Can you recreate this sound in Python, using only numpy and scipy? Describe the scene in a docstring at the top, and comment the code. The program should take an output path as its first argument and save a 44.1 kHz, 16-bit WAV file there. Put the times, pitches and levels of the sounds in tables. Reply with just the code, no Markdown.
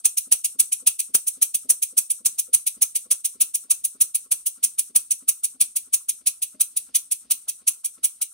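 """On a workshop bench a small double-acting model engine runs on compressed air and slowly loses speed.
Twice a turn the slide valve vents the cylinder: noise gated by the flow makes a sharp hiss, strong then weak.
Between the puffs the piston pushes the remaining air out as a softer hiss; strong puffs crest in low crackle.
Decaying sines ring the wooden base under the crank knocks, the bearing ticks, crosshead and valve rod rub.
A short echo and the quiet of the shop lie behind; the loudest puffs overload a phone held close."""
import sys
import numpy as np
from scipy import signal
from scipy.fft import rfft, irfft, next_fast_len
from scipy.io import wavfile
from scipy.ndimage import uniform_filter1d

SR = 44100
rng = np.random.default_rng(int(sys.argv[2]) if len(sys.argv) > 2 else 0)


def put_to_file(sound):
    """Save the sound as 16-bit audio at rate SR, in the file named by the first command-line argument."""
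    columns = np.atleast_2d(sound).T  # one column per channel
    safe = np.clip(columns, -1, 1)
    whole_steps = np.round(safe * 32767)
    wavfile.write(sys.argv[1], SR, whole_steps.astype(np.int16))


N = 367353
T = np.arange(N) / SR  # time in s
SIZE = next_fast_len(N + SR // 2)  # transform length with room for decaying tails
HZ = np.maximum(np.arange(SIZE // 2 + 1) * SR / SIZE, 1)

# Exhaust puffs, strong and weak in turn.
# Each row: start in seconds, level of the main hiss in dB, venting time in ms.
PUFF_EVENTS = [(0.0442, -9, 18.3), (0.169, -14, 16.8), (0.3141, -9, 17.2), (0.4399, -15, 17.8),
               (0.5896, -10.5, 18), (0.7176, -14.5, 18), (0.8642, -9.5, 17.6), (0.9881, -15.5, 18),
               (1.14, -9, 18), (1.2662, -14, 19.6), (1.4146, -12, 18.6), (1.5399, -14, 16.8),
               (1.6916, -9, 18.7), (1.819, -13, 17.3), (1.9698, -11, 18.3), (2.098, -12, 17.4),
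               (2.2503, -9.5, 17.7), (2.38, -16, 21), (2.5312, -9, 20), (2.661, -15, 20.4),
               (2.813, -11, 19.2), (2.9488, -14, 19), (3.1059, -9.5, 17.7), (3.2418, -14.5, 19.6),
               (3.4026, -10.5, 19.7), (3.539, -14, 19.3), (3.6996, -10, 18.7), (3.8385, -15, 18),
               (4.0034, -9, 18.8), (4.1425, -14, 18.4), (4.3107, -9.5, 16.8), (4.4572, -14.5, 20),
               (4.6293, -12, 19.7), (4.78, -12.5, 19.3), (4.9508, -8.5, 19.4), (5.104, -13.5, 19.3),
               (5.279, -11.5, 18.5), (5.4315, -14, 20.4), (5.6018, -9.5, 19.4), (5.7554, -14.5, 18.5),
               (5.9283, -10.5, 21.3), (6.0831, -15, 18.7), (6.2612, -11.5, 20.6), (6.4168, -15, 19.6),
               (6.5997, -12.5, 20.3), (6.7615, -15.5, 18.3), (6.944, -12.5, 22.2), (7.1094, -14, 19.8),
               (7.3021, -12, 19.7), (7.478, -18, 20.3), (7.6688, -13.5, 20), (7.84, -16.5, 22.2),
               (8.0327, -14.5, 24), (8.2107, -16.5, 20.6)]
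# Crank knocks, one a turn shortly before the strong puff. Each row: start in seconds, level in dB.
CRANK_KNOCKS = [(0.269, -46.5), (0.55, -48.5), (0.823, -47.5), (1.091, -48.5), (1.37, -49), (1.647, -45.5),
                (1.925, -46.5), (2.203, -49.5), (2.483, -49.5), (2.767, -47), (3.056, -46.5),
                (3.351, -48.5), (3.643, -53), (3.947, -50), (4.255, -55), (4.576, -50.5), (4.897, -47.5),
                (5.222, -49.5), (5.545, -52), (5.871, -51.5), (6.209, -51), (6.543, -45.5), (6.886, -50),
                (7.246, -50), (7.613, -52.5), (7.977, -51)]


def blasts(way):
    """Jet noise: turbulence follows the flow as the valve opens and the cylinder pressure then drains."""
    # Colour of the jet at two microphone ports.
    # Each row: frequency in Hz, relative level left in dB, relative level right in dB.
    jet = [(1800, -46, -49), (2400, -27, -27), (3300, -27, -27), (5100, -25, -27), (5900, -14, -16),
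           (7400, -20, -16), (8700, -3, -9), (10400, -9, -6), (11000, -20, -14), (12800, -20, -24),
           (14800, -15, -15), (15600, -15, -23)]
    # Flow while the valve port opens. Each row: share of venting time, strong puff in dB, weak puff in dB.
    # The exponents in steepness rescale this flow in each band.
    valve_opening = [(-.5, -102, -66), (-.15, -36, -52), (0, -18.5, -29), (.12, -11.5, -15), (.3, -6, -4.5),
                     (.55, 0, -2.5), (.7, 1, -0.5), (1, -2.5, -3.5)]
    # How steeply the hiss follows the flow: exponents for the low, 6 kHz, main and top bands.
    steepness = [0.74, 1.48, 1.04, 1.15]
    # Broad lift of the low, 6 kHz, main and top bands. Each row: left in dB, right in dB.
    band_lift = [(0.1, 0.13), (0.1, 1.7), (0.1, 1.16), (0.1, 0.7)]
    # Low, 6 kHz and top hiss sink with the supply pressure.
    # Each row: strong puff in dB, weak puff in dB, sag in dB per second, scatter in dB.
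    flanks = [(-9.5, -14, 0.4162, 1.87), (-9.5, -13, .5, 1.14), (-9, -13, 0.31, 0.94)]
    fall_ms = 6.54  # time constant of the draining pressure
    start, main_db, vent_ms = np.transpose(PUFF_EVENTS)
    is_weak = np.arange(len(start)) % 2
    chance = rng.standard_normal((len(flanks), len(start)))
    low_db, mid_db, top_db = [np.where(is_weak, weak, strong) - sag * start + scatter * c
                              for (strong, weak, sag, scatter), c in zip(flanks, chance)]

    # the flow begins to rise before the listed start, so each puff takes over 15 ms early
    puff = np.clip(np.searchsorted(start - .015, T) - 1, 0, None)
    age_ms = (T - start[puff]) * 1000
    vented = age_ms / vent_ms[puff]
    share, strong_db, weak_db = np.transpose(valve_opening)
    strong_flow_db = np.interp(vented, share, strong_db, -120)
    weak_flow_db = np.interp(vented, share, weak_db, -120)
    opening = undb(np.where(puff % 2, weak_flow_db, strong_flow_db))
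    flow = opening * np.exp(-np.maximum(age_ms - vent_ms[puff], 0) / fall_ms)

    air = pair(0.75) * flutter(500, 1.4)
    edges = 1 / (1 + (HZ / np.array([[5200.], [7600.], [11500.]])) ** 16)
    bands = np.diff(edges, axis=0, prepend=0, append=1)
    levels = [low_db, mid_db, main_db, top_db]
    hiss = 0
    for band, level, steep, lift in zip(bands, levels, steepness, band_lift):
        # eddies of each size flutter on their own
        eddies = air * flutter(150, 1.52) * flow ** steep * undb(level)[puff]
        hiss = hiss + rfft(eddies, SIZE) * band * undb(lift)[:, None]
    return through(irfft(hiss, SIZE)[:, :N], colour(jet) * way)


def pushed_air(way):
    """Flow noise of piston displacement: as the flow drops, the broad hiss dies before its narrow core."""
    # Colour of the pushed air.
    # Each row: frequency in Hz, relative level left in dB, relative level right in dB.
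    pushed = [(1500, -37, -48), (2350, -51, -34), (3950, -17.5, -22), (5000, -33, -26), (5560, -6.5, -15.5),
              (7300, -13, -6.5), (8550, 10, -3.5), (10140, -7.5, -2), (11070, -10.5, -6.5),
              (15900, -22, -34)]
    # Flow over one stroke, the valve shutting at the end; broad hiss and core rescale these values.
    # Each row: share of stroke, flow after a strong puff in dB, flow after a weak puff in dB.
    stroke_flow = [(0, -15, -2), (.15, 5, 1.5), (0.398, -2, 0.5), (0.599, -4, -0.5), (.75, -4.5, -6.5),
                   (.87, -9, -15.5), (.95, -14, -15.5), (1.001, -2.5, 3)]
    strong_push_db, weak_push_db, sag_db_per_s = -34, -39, 1.05
    core_hz, core_width_hz, core_db = 8800, 580, -8
    start = np.array(PUFF_EVENTS)[:, 0]
    start = np.r_[start[0] - .15, start, start[-1] + .2]  # a stroke before the first puff and after the last
    stroke = np.interp(T, start, np.arange(len(start)))
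    after_strong = stroke.astype(int) % 2
    share, strong_db, weak_db = np.transpose(stroke_flow)
    flow_db = np.where(after_strong, np.interp(stroke % 1, share, strong_db), np.interp(stroke % 1, share, weak_db))
    level_db = np.where(after_strong, strong_push_db, weak_push_db) - sag_db_per_s * T
    broad_gain = uniform_filter1d(undb(level_db + 1.43 * flow_db), size=100)
    core_gain = uniform_filter1d(undb(level_db + core_db + 0.83 * flow_db), size=100)
    broad = pair(0.44) * flutter(60, 1.2) * broad_gain
    core = pair(0.37) * flutter(49, 0.93) * core_gain
    return through(broad, colour(pushed) * way) + through(core, resonances([(core_hz, core_width_hz, 0)]))


def crackle():
    """Low crackle: a brief burst of spiky low noise with a weaker tail crests each strong puff."""
    # Each row: start in seconds, level in dB.
    crests = [(0.053, -32), (0.32, -28), (0.602, -36), (0.875, -30), (1.149, -28.5), (1.425, -34),
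              (1.701, -30), (1.98, -34), (2.259, -35), (2.544, -33.5), (2.821, -33), (3.114, -32.5),
              (3.411, -37.5), (3.712, -34.5), (4.009, -38), (4.318, -32.5), (4.639, -44), (4.959, -34.5),
              (5.285, -46), (5.612, -39), (5.938, -34.5), (6.27, -42.5), (6.61, -47), (6.956, -40),
              (7.312, -46.5), (7.679, -48), (8.044, -45)]
    pan_db, pan_scatter_db = 5, 5.5  # left over right
    gain = np.zeros((2, N))
    age = np.arange(SR // 20) / SR
    shape = age / 0.0057 * np.exp(1 - age / 0.0016) + 0.18 * np.exp(-age / 0.018)
    for (start, db), chance in zip(crests, rng.standard_normal(len(crests))):
        i = int(start * SR)
        tilt_db = pan_db + pan_scatter_db * chance
        gain[:, i:i + len(age)] = shape * undb(db + np.array([[tilt_db], [-tilt_db]]) / 2)
    dull = 1j * HZ / (120 + 1j * HZ) / (1 + 1j * HZ / 2500.) ** 2
    return through(pair(0.23) * flutter(1500, 3.3) * gain, dull)


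def knocks():
    """Modal ringing: bearing slack and the kick of each strong puff strike the base, with weaker rebounds."""
    # Modes of the wooden base, their levels scattered at each blow.
    # Each row: frequency in Hz, mean relative level in dB, time to decay by 60 dB in seconds.
    base_modes = [(228, -1, .08), (262, 0, .09), (330, -5, .06), (400, -2, .06), (500, -3, .05),
                  (600, -7, .04)]
    # The blow itself, then its rebounds. Each row: delay after the blow in seconds, relative level in dB.
    rebounds = [(0, 1), (.016, -13), (.029, -13)]
    kick_wait_s, kick_db, kick_sag_db_per_s, kick_scatter_db = 0.00948, -53, .5, 3
    out, age = np.zeros(N + SR), np.arange(SR // 5) / SR
    blows = [(start, db, 0) for start, db in CRANK_KNOCKS]
    for start, _, _ in PUFF_EVENTS[::2]:
        blows.append((start + kick_wait_s, kick_db - kick_sag_db_per_s * start, kick_scatter_db))
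    soft_onset = 1 - np.exp(-age / 0.009)
    chances = rng.standard_normal((len(blows), len(base_modes) + 1))
    for (start, db, scatter_db), chance in zip(blows, chances):
        ring = np.zeros(len(age))
        for (hz, mode_db, t60), c in zip(base_modes, chance):
            decay = np.exp(-np.log(1000) * age / t60)
            ring += undb(mode_db + 3.6 * c) * np.sin(2 * np.pi * hz * age) * decay
        ring *= soft_onset
        for wait, step_db in rebounds:
            i = int((start + wait) * SR)
            out[i:i + len(age)] += undb(db + step_db + scatter_db * chance[-1]) * ring
    return out[:N] * undb([[1.5], [-1.5]])


def ticks():
    """Metallic impact: the bearing clicks as its slack closes, more clearly as the engine slows."""
    tick_db, rise_db_per_s, scatter_db = -79, 2.2, 2.5
    impulses = np.zeros(N)
    start = np.array(CRANK_KNOCKS)[:, 0]
    level_db = tick_db + rise_db_per_s * start + scatter_db * rng.standard_normal(len(start))
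    impulses[((start + .004) * SR).astype(int)] = undb(level_db)
    decay = np.exp(-1 / (0.0048 * SR))
    gain = signal.lfilter([1], [1, -decay], impulses)
    return through(pair(0.46) * gain, resonances([(2400, 2500, 0)]))


def rub():
    """Sliding friction: crosshead scrape and valve rod rattle follow the turn and excite resonances."""
    # Sliding parts over one turn, counted from the strong puff.
    # Each row: share of turn, guide bars in dB, valve rod in dB.
    friction = [(0, -54.5, -67), (0.149, -71, -94), (.3, -75, -95), (0.422, -92, -99), (0.473, -62, -69),
                (.55, -80, -84), (.72, -87, -99), (.78, -70.5, -95), (.87, -70, -82), (.92, -110.5, -99),
                (1, -83, -74.5)]
    # Resonances of the guide bars. Each row: centre in Hz, width in Hz, relative height in dB.
    guide_modes = [(1114, 120, 11), (1322, 227, 12.5)]
    # Resonances of the valve rod. 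Each row: centre in Hz, width in Hz, relative height in dB.
    rod_modes = [(697, 260, 7.5), (468, 63, 6)]
    start = np.array(PUFF_EVENTS)[::2, 0]
    start = np.r_[start[0] - .27, start, start[-1] + .37]  # a turn before the first puff and after the last
    turn = np.interp(T, start, np.arange(len(start))) % 1
    share, guide_db, rod_db = np.transpose(friction)
    guide = pair(0.62) * flutter(150, 2.75) * flutter(2.88, 0.22) * undb(np.interp(turn, share, guide_db))
    rod = pair(1.0) * flutter(110, 7.0) * flutter(6.8, 0.67) * undb(np.interp(turn, share, rod_db))
    return (through(guide, resonances(guide_modes)) + through(rod, resonances(rod_modes))) * undb([[3.0], [-3.0]])


def paths():
    """Transmission: pipe, bench and wall add peaks and dips; lag and phase differ between the ports."""
    # Each row: centre in Hz, width (standard deviation) in Hz, left in dB, right in dB.
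    ripple = [(5430, 110, 0, -7), (5640, 45, -6, -1), (6030, 70, 1, -6), (6330, 45, 2, 5),
              (7450, 45, 1, -6), (7840, 110, 4, 0), (8180, 70, -3, -7), (8530, 45, -7, -6),
              (8700, 70, -10, 3), (8790, 45, -4, -5), (9000, 70, -1, 8), (9390, 70, -12, -3),
              (9690, 45, -4, 2), (9860, 110, 5, 3), (10420, 45, 6, 1), (10810, 70, 2, -6),
              (11330, 70, 7, -2), (11630, 45, -4, -5), (11840, 45, -2, 8), (12830, 70, -7, -3),
              (13260, 45, -4, 6), (13650, 170, -8, -4), (14040, 45, -4, -6), (14340, 45, 1, -7),
              (15030, 70, 5, -3), (15330, 45, -6, 7)]
    # The phone body bends the phase by which the left port leads.
    # Each row: frequency in Hz, phase in radians.
    phase_bend = [(5300, 0.07), (5700, -0.97), (7200, -0.19), (10000, -0.39), (10500, -2.32), (11000, 0.74),
                  (12700, 0.041), (13500, -0.086), (14100, 1), (15000, -1.15), (15700, -1.14)]
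    port_lag_ms = 0.046  # the right port hears later
    grid = np.arange(0, SR / 2, 10)
    gains_db = []
    for column in (2, 3):
        bumps = [row[column] * np.exp(-.5 * ((grid - row[0]) / row[1]) ** 2) for row in ripple]
        gains_db.append(np.interp(HZ, grid, sum(bumps)))
    late = np.exp(-2j * np.pi * HZ * port_lag_ms / 1000)
    late = late * np.exp(-1j * np.interp(HZ, *np.transpose(phase_bend)))
    return causal(np.array(gains_db)) * np.array([np.ones_like(late), late])


def room(x):
    """Reverberation: exponentially decaying noise gives a short diffuse tail, different at each port."""
    t60_s, room_db = 0.19, -10.5
    age = np.arange(SR // 2) / SR
    tail = rng.standard_normal((2, len(age))) * np.exp(-np.log(1000) * age / t60_s) * (age > .006)
    return undb(room_db) * through(x.mean(axis=0), rfft(tail, SIZE))


def shop_quiet():
    """Ambient noise: a coloured, partly shared random signal whose level wavers."""
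    # Each row: frequency in Hz, relative level in dB.
    shop_colour = [(30, -11), (60, 10.5), (120, -1), (250, 6.5), (500, -4.5), (1000, -10.5), (2000, -7),
                   (5000, 0.5), (15000, -27)]
    shop_db = -70.5
    return undb(shop_db) * flutter(25, 3.0) * through(pair(0.52), undb(curve(shop_colour)))


def undb(db):
    """Logarithmic level: decibels to amplitude gain."""
    return 10 ** (np.asarray(db) / 20)


def pair(alike):
    """Coherence: noise at two ports shares a middle part and differs by a side part."""
    mid, side = rng.standard_normal((2, N))
    alike = np.clip(alike, 0, 1)
    return np.sqrt((1 + alike) / 2) * mid + np.sqrt((1 - alike) / 2) * side * np.array([[1], [-1]])


def flutter(rate, depth_db):
    """Amplitude modulation: a random gain wanders between values drawn rate times a second."""
    k = max(int(SR / rate), 1)
    held = np.repeat(rng.standard_normal(N // k + 1), k)
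    return undb(depth_db * uniform_filter1d(held, k)[:N])


def curve(table, col=1):
    """Spectral envelope: levels over log frequency, falling 30 dB per octave below the first point."""
    rows = np.array(table, float)
    level_db = np.interp(np.log(HZ), np.log(rows[:, 0]), rows[:, col])
    return level_db + 30 * np.minimum(np.log2(HZ / rows[0, 0]), 0)


def causal(db):
    """Minimum phase: folding the cepstrum of this gain onto positive time gives a causal response."""
    cepstrum = irfft(db * np.log(10) / 20, SIZE)
    cepstrum[:, 1:SIZE // 2] *= 2
    cepstrum[:, SIZE // 2 + 1:] = 0
    return np.exp(rfft(cepstrum))


def colour(table):
    """Spectral colouring: causal left and right responses of a spectrum table."""
    return causal(np.array([curve(table, col=1), curve(table, col=2)]))


def resonances(modes):
    """Resonance: steep peaks of the given centre, width and height add up."""
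    return sum(undb(db) / (1 + 1j * (HZ - hz / HZ * hz) / width) ** 2 for hz, width, db in modes)


def through(x, response):
    """Linear filtering: convolution with a response scaled to unit mean power."""
    power = np.mean(np.abs(response) ** 2)
    return irfft(rfft(x, SIZE) * response / np.sqrt(power), SIZE)[..., :N]


def scene():
    """Superposition: engine, its echo, pushed air, crackle and the quiet of the shop add up."""
    way = paths()
    engine = blasts(way) + knocks() + ticks() + rub()
    return engine + room(engine) + pushed_air(way) + crackle() + shop_quiet()


def record(dry):
    """Overload and band limits: peaks clip, the microphone loses the deepest bass and the top is cut."""
    full, bass_hz, top_hz = .99, 45., 15700
    clipped = np.clip(dry, -full, full)
    thin = signal.sosfilt(signal.butter(2, bass_hz, "high", fs=SR, output="sos"), clipped)
    return signal.sosfilt(signal.ellip(10, .2, 70, top_hz, fs=SR, output="sos"), thin)


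dry = scene()
out = record(dry)
put_to_file(out)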